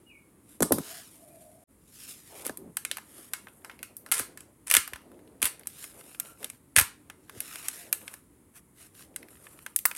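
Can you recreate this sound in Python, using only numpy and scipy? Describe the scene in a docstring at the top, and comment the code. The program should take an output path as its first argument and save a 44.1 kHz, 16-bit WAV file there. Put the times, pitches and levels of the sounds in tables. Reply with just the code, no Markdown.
"""Faint, far chirps sound in a small, still room, then the magazine of a plastic-brick toy gun hits the floor.
Close by, just above the carpet, a hand picks it up, pushes it into the grip in rattling jerks and
snaps it home; then the slide is worked. Loose bricks click throughout, each a bright tick plus a
ring of the hollow toy. Studs scrape, joints creak and the floor knocks and thuds, while skin and
sleeves brush over plastic and carpet with a soft hiss."""
import sys
import numpy as np
from scipy import signal
from scipy.fft import rfft, irfft, next_fast_len
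from scipy.io import wavfile

SR = 44100
rng = np.random.default_rng(int(sys.argv[2]) if len(sys.argv) > 2 else 0)


def transcribe(signal):
    """Save signal, clipped to [-1, 1], as a 16-bit WAV file at the path in sys.argv[1]."""
    frames = np.atleast_2d(signal).T
    limited = np.clip(frames, -1, 1)
    pcm = np.round(limited * 32767).astype(np.int16)
    wavfile.write(sys.argv[1], SR, pcm)


N = 439677
TIME = np.arange(N) / SR


def from_db(db):
    """Turn decibels into a number to multiply a sound by."""
    return np.exp(np.asarray(db) * (np.log(10) / 20))


def rms_one(x):
    """Scale a sound so that its average size (rms) is 1."""
    return x / np.sqrt(np.mean(x ** 2) + 1e-20)


def add(out, s, sound):
    """Mix a sound in at s seconds."""
    i = int(np.clip(s * SR, 0, N - 1))
    out[i:i + len(sound)] += sound[:N - i]


def band(x, low_hz, high_hz, order=2):
    """Keep the part of a sound between two frequencies."""
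    edges = np.clip([low_hz, high_hz], 15, .47 * SR)
    return signal.sosfilt(signal.butter(order, edges, "band", fs=SR, output="sos"), x)


def coloured(x, spectrum):
    """Shape the lows and highs of a sound with a table of f/Hz, level/dB; the result has rms 1."""
    hz, db = np.transpose(spectrum)
    size = next_fast_len(N)
    bin_hz = np.maximum(np.arange(size // 2 + 1) * SR / size, 1)
    gain = from_db(np.interp(np.log(bin_hz), np.log(hz), db))
    return rms_one(irfft(rfft(x, size) * gain, size)[:N])


def dying(t, t60):
    """A fade that loses 60 dB every t60 seconds."""
    return from_db(-60 * t / t60)


def flutter(per_s):
    """A random wobble of rms 1 that glides to per_s new values a second."""
    knots = rng.standard_normal(int(per_s * N / SR) + 2)
    return rms_one(np.interp(TIME * per_s, np.arange(len(knots)), knots))


def swells(rows, width):
    """Bands of noise that fade in and out; width is a share of each band's centre frequency."""
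    out = np.zeros(N)
    for start, end, db, hz in rows:
        count = max(int((end - start) * SR), 64)
        noise = band(rng.standard_normal(SR), hz * (1 - width / 2), hz * (1 + width / 2))[:count]
        add(out, start, from_db(db) * rms_one(noise) * signal.windows.tukey(len(noise), .5))
    return out


# the tone of still air: f/Hz, level/dB
AIR_COLOUR = [(29, -19.5), (50, -2.5), (277, -4.5), (572, -17.5), (765, -26), (863, -20), (1210, -21.5),
              (1580, -27.5), (2210, -25.5), (2490, -31.5), (3500, -35), (5810, -38), (6390, -32.5),
              (9870, -20.5), (16000, -35.5)]
def room_tone(air_db=-61, drone_db=-67, drone_band_hz=(265, 335), waver_db=3.1):
    """Still air, with a low room resonance that wavers a little."""
    drone = rms_one(band(rng.standard_normal(N), *drone_band_hz, order=1))
    air = from_db(air_db) * coloured(rng.standard_normal(N), AIR_COLOUR)
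    return air + from_db(drone_db + waver_db * flutter(6.7)) * drone


# spells of humming: start t/s, end t/s, level/dB, centre f/Hz
HUMS = [(.83, 1.03, -55.5, 687), (1.12, 1.72, -58, 646)]
def hum():
    """A faint, hollow hum: noise so narrow that it sounds like a wavering note."""
    return swells(HUMS, width=.14)


# faint, far chirps: start t/s, first f/Hz, last f/Hz, level/dB
FAR_CHIRPS = [(.05, 2920, 2830, -56.5), (.094, 2680, 2200, -45.5), (1.29, 2520, 2340, -63)]
def chirps(attack_s=.0087, fall_s=.022, t60=.28):
    """Thin whistles that drop quickly in pitch, settle and fade."""
    out, t = np.zeros(N), TIME[:SR // 3]
    for s, first_hz, last_hz, db in FAR_CHIRPS:
        hz = last_hz + (first_hz - last_hz) * np.exp(-t / fall_s)
        level = from_db(db) * (1 - np.exp(-t / attack_s)) * dying(t, t60)
        add(out, s, level * np.sin(2 * np.pi * np.cumsum(hz) / SR))
    return out


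# how much of the toy's sound comes by way of the walls, more while a hand screens it: t/s, level/dB
WALL_SHARE = [(.7, -9), (2.8, -13), (4.1, -6), (4.8, -11), (5.45, -10.5), (6.2, -19), (6.8, -12.5),
              (7.9, -14), (9.8, -15)]
def room(toy, far, first_echo_s=.0014, echoes_per_s=600, early_t60=.049, tail_t60=.29, treble_t60=.22):
    """The walls return a few echoes, then a smooth tail that dies sooner in the treble."""
    share_db = np.interp(TIME, *np.transpose(WALL_SHARE))
    t = TIME[:SR // 2]
    low, middle, high = rng.standard_normal((3, len(t)))
    tail = (from_db(-3) * band(low, 86, 1200) + band(middle, 1100, 6300)) * dying(t, tail_t60)
    tail += from_db(-1) * band(high, 4700, 17000) * dying(t, treble_t60)
    echoes = rms_one(rng.standard_normal(len(t)) * (rng.random(len(t)) < echoes_per_s / SR))
    response = (tail + echoes * dying(t, early_t60)) * (t > first_echo_s)
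    response /= np.sqrt(np.sum(response ** 2))
    return signal.fftconvolve(toy * from_db(share_db) + far, response)[:N]


# moves of an arm: start t/s, end t/s, level/dB, centre f/Hz
ARM_MOVES = [(.609, 0.68, -36, 252), (.707, 0.827, -35, 227), (2.275, 2.528, -52.5, 604),
             (2.56, 2.742, -48.5, 284), (5.074, 5.397, -58, 336), (5.928, 6.031, -56.5, 504)]
def carpet_scuffs():
    """An arm shifts on the carpet and rubs out a low, broad noise."""
    return swells(ARM_MOVES, width=.9)


def skin_friction(ridges_per_s=900, ridge_db=-5, echo_s=.000703, wander=.22, echo_db=-6):
    """Smooth rubbing plus ticks of skin ridges; an echo off the toy shifts as the finger moves."""
    ridges = rms_one(rng.standard_normal(N) * (rng.random(N) < ridges_per_s / SR))
    rub = rng.standard_normal(N) + from_db(ridge_db) * ridges
    delay_s = echo_s * np.exp(wander * flutter(6))
    return rub + from_db(echo_db) * np.interp(TIME - delay_s, TIME, rub)


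# the tone of brushing: f/Hz, level/dB
STROKE_COLOUR = [(410, -39), (700, 5), (757, -14), (934, -16.5), (1820, -18), (4050, -12), (5400, -2),
                 (7010, 3.5), (10500, -13), (12300, -11), (16000, -20)]
# strokes of skin and sleeve over the toy: fastest t/s, swell and fade t/s, level/dB, centre f/Hz
STROKES = [(.525, 0.052, -57, 3070), (0.908, 0.12, -47, 3240), (1.3, 0.32, -59, 3500),
           (2.06, 0.13, -49.5, 5340), (2.37, .13, -52, 3400), (2.88, 0.16, -62.5, 2500),
           (3.2, 0.11, -53.5, 2330), (3.55, 0.3, -63, 1350), (5.802, 0.081, -50.5, 4230),
           (6.0, 0.21, -55.5, 2450), (6.27, 0.062, -54, 2000), (6.461, 0.079, -54.5, 2500),
           (7.58, 0.19, -48.5, 2700), (7.8, .075, -52, 2900), (8.06, 0.12, -54.5, 1382),
           (8.569, 0.025, -52.5, 1970), (8.821, 0.044, -52.5, 2940), (9.0, .055, -52.5, 3000),
           (9.332, 0.034, -60, 2980), (9.52, 0.2, -56.5, 1600)]
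def brushing(grain_db=1.5, waver_db=1.77, firm_db=-48, soft_offset_db=-6, soft_growth=1.93, focus_db=3):
    """Sliding skin makes a grainy hiss; each stroke swells, shifts in tone and fades."""
    fastest, swell, bright_db, rub_hz = np.transpose(STROKES)
    coarse_time = TIME[::100]
    speed = np.exp(-np.minimum(((coarse_time - fastest[:, None]) / swell[:, None]) ** 2, 50))
    stroked = lambda db: np.interp(TIME, coarse_time, from_db(db) @ speed)
    # a softer hiss lies around the bright one and gains soft_growth dB for each dB of the stroke
    soft_db = firm_db + soft_offset_db + soft_growth * (bright_db - firm_db)
    grain = from_db(grain_db * flutter(350) + waver_db * flutter(45))
    hiss = [coloured(skin_friction(), STROKE_COLOUR) * grain for _ in range(2)]
    out = stroked(bright_db) * rms_one(band(hiss[0], 9200, 12200, order=3))
    out += stroked(soft_db) * rms_one(band(hiss[1], 12000, 17000))
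    edges_hz = np.geomspace(850, 7500, num=8)
    for k, (low, high) in enumerate(zip(edges_hz, edges_hz[1:])):
        octaves_off = np.log2(np.sqrt(low * high) / rub_hz)
        level = stroked(soft_db - focus_db * octaves_off ** 2)
        out += level * from_db(flutter(14)) * rms_one(band(hiss[k % 2], low, high))
    return out


# the hand squeezes the toy: start t/s, end t/s, faintest slip level/dB
SQUEEZES = [(2.851, 4.505, -51), (4.992, 5.9, -54.5), (5.9, 6.551, -47), (7.251, 8.148, -47.5),
            (8.945, 9.656, -48.5)]
def creaks(slips=24, slip_t60=.014, range_db=18, joints=4, pitch_range_hz=(1200, 2800), edge_db=-9):
    """Squeezed joints slip: mostly faint ticks, each on one of a few pitches, with a bright edge."""
    bursts, t = np.zeros((joints, N)), TIME[:SR // 50]
    for start, end, db in SQUEEZES:
        for late, force, joint in rng.random((slips, 3)):
            slip = from_db(db + range_db * force ** 3) * rng.standard_normal(len(t)) * dying(t, slip_t60)
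            add(bursts[int(joint * joints)], start + late * (end - start), slip)
    bursts += 1e-12 * np.cos(np.pi * TIME * SR / 2)  # too small to hear; keeps the filters fast
    pitches = np.geomspace(*pitch_range_hz, num=joints)
    body = sum(band(x, hz * .7, hz * 1.4, order=1) for x, hz in zip(bursts, pitches))
    return body + from_db(edge_db) * band(bursts.sum(axis=0), 8000, 13000)


def finger_rumble(db=-65, band_hz=(230, 620), lumpy_db=5, fade_s=.11):
    """During the same squeezes, shifting fingers draw a dull, lumpy rumble from the toy."""
    held = sum(np.clip(np.minimum(TIME - start, end - TIME) / fade_s + .5, 0, 1)
               for start, end, _ in SQUEEZES)
    return from_db(db + lumpy_db * flutter(31)) * held * rms_one(band(rng.standard_normal(N), *band_hz))


# a tight joint rubbing: start t/s, end t/s, level/dB, centre f/Hz
TIGHT_JOINT = [(6.17, 6.39, -61, 1367)]
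def squeak():
    """A tight joint creaks on one thin note as the magazine seats."""
    return swells(TIGHT_JOINT, width=.025)


# the notes the floor rings at: f/Hz, level/dB, 60 dB fade t/s
FLOOR_NOTES = [(172, 1.5, 0.11), (300, -4, .13), (341, -3, 0.45), (426, -3.5, 0.54), (554, 1, 0.084)]
# blows that travel through the floor: t/s, knock level/dB, thud level/dB, thud f/Hz
FLOOR_HITS = [(0.6052, -20.5, -24, 159), (0.6236, -19, -26.5, 159), (0.708, -20.5, -24, 129),
              (0.7191, -16, -27, 120), (0.782, -29, -53, 192), (2.462, -37, -61, 145),
              (2.4943, -32, -45, 150), (4.198, -36.5, -39.5, 113), (4.768, -34.5, -35, 76),
              (4.925, -45.5, -38, 60), (5.427, -35, -36.5, 90), (6.766, -37.5, -21, 97.7),
              (6.804, -40.5, -25, 85.7), (7.363, -51, -38, 108)]
def floor_blows(first_hz=842, lowest_hz=190, fall_s=.0042, knock_t60=.045, rise_s=.00071,
                boards_db=-23, thud_lag_s=.01, thud_t60=.054):
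    """Waves cross the floor treble first, so a knock falls in pitch; the floor rings, a thud follows."""
    out, t = np.zeros(N), TIME[:SR // 4]
    onset = 1 - np.exp(-(t / rise_s) ** 2)
    note_hz, note_db, note_t60 = np.transpose(FLOOR_NOTES)
    for s, knock_db, thud_db, thud_hz in FLOOR_HITS:
        hz = lowest_hz + (first_hz - lowest_hz) / (1 + t / fall_s) ** 2
        knock = 2 * dying(t, knock_t60) * np.sin(2 * np.pi * np.cumsum(hz) / SR)
        boards = ring(t, note_hz, from_db(note_db + boards_db), note_t60)
        thud = dying(t, thud_t60) * np.sin(2 * np.pi * thud_hz * t)
        add(out, s, from_db(knock_db) * onset * (knock + boards))
        add(out, s + thud_lag_s, from_db(thud_db) * onset * thud)
    return out


def ring(t, hz, gains, t60):
    """A struck object rings at several fading notes, each with a random strength and sign."""
    strength = gains * rng.choice([-1, 1], len(hz)) * from_db(rng.normal(0, 3, len(hz)))
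    return strength @ (np.sin(2 * np.pi * hz[:, None] * t) * dying(t, t60[:, None]))


# the tone of scraping plastic: f/Hz, level/dB
PLASTIC_COLOUR = [(240, -49), (400, -10.5), (489, -10), (708, -12.5), (1040, -2.5), (1180, -9.5),
                  (1790, -4.5), (6540, -14), (9470, 1.5), (12100, -11), (16000, -28.5)]
# parts are shoved along each other in jerks: start t/s, end t/s, level/dB
SHOVES = [(2.444, 2.487, -46), (4.12, 4.208, -38), (4.664, 4.71, -45.5), (4.715, 4.779, -35.5),
          (5.417, 5.475, -35), (6.757, 6.818, -30), (9.946, 9.982, -48)]
def scrapes(catches_per_s=4000, spread_db=1.5, attack_s=.0076, release_t60=.069):
    """Studs and seams catch and slip: a dense run of tiny uneven clicks."""
    sizes = from_db(spread_db * np.minimum(rng.exponential(1, N), 3)) * rng.standard_normal(N)
    grains = coloured(sizes * (rng.random(N) < catches_per_s / SR), PLASTIC_COLOUR)
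    push = np.zeros(N)
    for start, end, db in SHOVES:
        rise = np.clip((TIME - start) / attack_s, 0, 1)
        push += from_db(db) * rise * dying(np.clip(TIME - end, 0, 1), release_t60)
    return push * grains


def stud_catches(count=4, ring_hz=2280, shell_offset_db=-1, tick_offset_db=7.5):
    """Studs catch at uneven steps through each shove; gives extra rows for BRICK_HITS."""
    rows = []
    for start, end, db in SHOVES:
        times = start + (end - start) * (np.arange(count) + rng.random(count)) / count
        for s, (shell_db, tick_db) in zip(times, db + rng.standard_normal((count, 2))):
            rows.append((s, ring_hz, shell_db + shell_offset_db, tick_db + tick_offset_db))
    return rows


# the notes of the toy's hollow shell: f/Hz, level/dB
SHELL_NOTES = [(645, -10.5), (775, -9), (1076, -7.5), (1248, -2.5), (1421, -6), (1550, 0), (1744, 0.5),
               (1981, -6), (2110, 0), (2411, 1), (2562, -1), (2756, -0.5), (3014, -2.5), (3165, 0),
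               (3316, -4.5), (3466, 0.5), (3596, 3), (3768, -15)]
# brick meets brick: t/s, centre of the shell's ring f/Hz, shell level/dB, bright tick level/dB
BRICK_HITS = [(0.6052, 1090, -38.5, -31), (0.623, 900, -33, -21.5), (0.6278, 905, -26.5, -20),
              (0.7217, 890, -26, -16), (0.7842, 1096, -38.5, -34.5), (2.4653, 1030, -41.5, -28),
              (2.4944, 1000, -34, -41), (2.5725, 1700, -58.5, -35.5), (2.7693, 1920, -33, -24.5),
              (2.8499, 2290, -32, -28), (2.9136, 3150, -28, -28.5), (2.9701, 1550, -38, -35),
              (2.983, 1530, -39, -47), (3.335, 1890, -31.5, -27), (3.47, 1450, -44.5, -67),
              (3.6469, 1500, -40, -44.5), (3.697, 1640, -39.5, -59), (3.8294, 2500, -40, -35.5),
              (3.9669, 1300, -70, -37), (4.0624, 1340, -43.5, -47), (4.1155, 2240, -30.5, -21.5),
              (4.121, 2040, -26, -18), (4.1948, 1730, -32.5, -26.5), (4.374, 1780, -46, -42.5),
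              (4.406, 1790, -53, -44), (4.701, 2300, -33, -24.5), (4.7122, 2150, -21.5, -17),
              (4.7393, 2610, -19.5, -14), (4.7498, 2400, -20, -14.5), (4.7671, 2380, -16.5, -12),
              (4.8765, 1280, -41.5, -36), (4.9341, 1930, -35.5, -40), (4.9593, 1890, -40, -46.5),
              (5.4273, 2630, -24.5, -18.5), (5.4543, 2500, -31.5, -21), (5.595, 1930, -60, -46),
              (5.6712, 2070, -46, -28.5), (5.841, 2060, -43, -39.5), (6.1473, 1910, -48, -52),
              (6.1992, 2140, -42, -24.5), (6.429, 2400, -44, -43), (6.444, 2660, -35.5, -30.5),
              (6.4998, 2400, -45, -36), (6.7632, 2100, -15, -12), (6.7708, 2270, -25.5, -22),
              (6.784, 2240, -16.5, -17.5), (6.7881, 1620, -18.5, -13.5), (6.7966, 2120, -25.5, -15.5),
              (7.0994, 1785, -40, -45.5), (7.2954, 1580, -43, -46), (7.404, 2360, -40.5, -27),
              (7.557, 2280, -40, -38.5), (7.684, 2360, -36, -24), (7.9274, 2270, -30, -17.5),
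              (8.079, 2460, -39, -39.5), (8.1393, 1620, -44, -40.5), (9.161, 2000, -40.5, -31),
              (9.468, 2020, -46, -71), (9.6631, 1900, -36, -38.5), (9.7611, 2730, -41, -16.5),
              (9.7892, 3420, -45, -31), (9.8538, 1710, -21, -18), (9.8576, 2290, -53, -15),
              (9.9131, 2080, -34, -41)]
def brick_clicks(shell_t60=.021, focus_octaves=.65, grit_db=-6, hollow_db=-20, press_s=.000083,
                 tick_hz=10200, tick_width=.21, tick_t60=.015, crack_t60=.019, scatter_t60=.048):
    """Each hit rings the hollow shell and the small stiff bricks; gives close and wall-bound sound."""
    near, to_walls, t = np.zeros(N), np.zeros(N), TIME[:SR // 25]
    note_hz, note_db = np.transpose(SHELL_NOTES)
    note_t60 = shell_t60 * np.sqrt(np.median(note_hz) / note_hz)  # high notes die sooner
    same_energy = lambda x: x / np.sqrt(np.sum(x ** 2) / (.005 * SR))  # that of 5 ms at rms 1
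    press = 1 - np.exp(-t / press_s)

    def burst(band_hz, t60):
        """Notes too close together to tell apart: a dying band of noise."""
        return same_energy(band(rng.standard_normal(len(t)) * press * dying(t, t60), *band_hz))

    for s, centre_hz, shell_db, tick_db in BRICK_HITS + stud_catches():
        # the spot that is hit favours one group of the shell's notes
        favour = np.exp(-.5 * (np.log2(note_hz / centre_hz) / focus_octaves) ** 2)
        shell = same_energy(press * ring(t, note_hz, from_db(note_db) * favour, note_t60))
        size_octaves = .12 * rng.uniform(-1.1, 1)  # bricks of different sizes tick at different pitches
        glance_octaves = .015 * max(tick_db - shell_db - 12, 0)  # a glancing hit ticks higher
        brick_hz = tick_hz * 2 ** (size_octaves + glance_octaves)
        tick_band = (brick_hz * (1 - tick_width), brick_hz * (1 + tick_width))
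        shell_band, crack_band = (centre_hz * .49, centre_hz * 1.243), (3300, 6800)
        crack_db = (shell_db + tick_db) / 2 - 8.5  # a crack fills the gap between ring and tick
        grit = from_db(grit_db) * burst(shell_band, shell_t60)
        hollow = from_db(hollow_db) * burst((480, 780), shell_t60)
        body = from_db(shell_db) * band(shell + grit + hollow, 300, 4300)
        crack = from_db(crack_db) * burst(crack_band, crack_t60)
        tick = from_db(tick_db) * burst(tick_band, tick_t60)
        add(near, s, body + crack + tick)
        # each direction gets different notes, so the walls receive a smooth blend
        for db, band_hz in (shell_db, shell_band), (crack_db, crack_band), (tick_db, tick_band):
            add(to_walls, s, from_db(db) * burst(band_hz, scatter_t60))
    return near, to_walls


def scene(floor_to_walls_db=-4):
    """Toy, hands and floor in the room; the chirps are heard only by way of the walls."""
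    clicks, clicks_to_walls = brick_clicks()
    friction, blows = scrapes() + creaks(), floor_blows()
    walls = room(clicks_to_walls + friction + from_db(floor_to_walls_db) * blows, chirps())
    hands = brushing() + finger_rumble() + carpet_scuffs()
    return (clicks + friction + blows + walls + hands + squeak() + hum() + room_tone())[None]


def record(dry, low_cut_hz=50, high_cut_hz=16000, ceiling=.95):
    """The deep bass is cut, the sound drops out for an instant, peaks are rounded and the top is cut."""
    dry = signal.sosfilt(signal.butter(3, low_cut_hz, "high", fs=SR, output="sos"), dry)
    dropout = np.interp(TIME, [1.638, 1.64, 1.672, 1.71], [1, 0, 0, 1])
    rounded = ceiling * np.tanh(dry * dropout / ceiling)
    return signal.sosfilt(signal.ellip(10, .3, 90, high_cut_hz, fs=SR, output="sos"), rounded)


dry = scene()
out = record(dry)
transcribe(out)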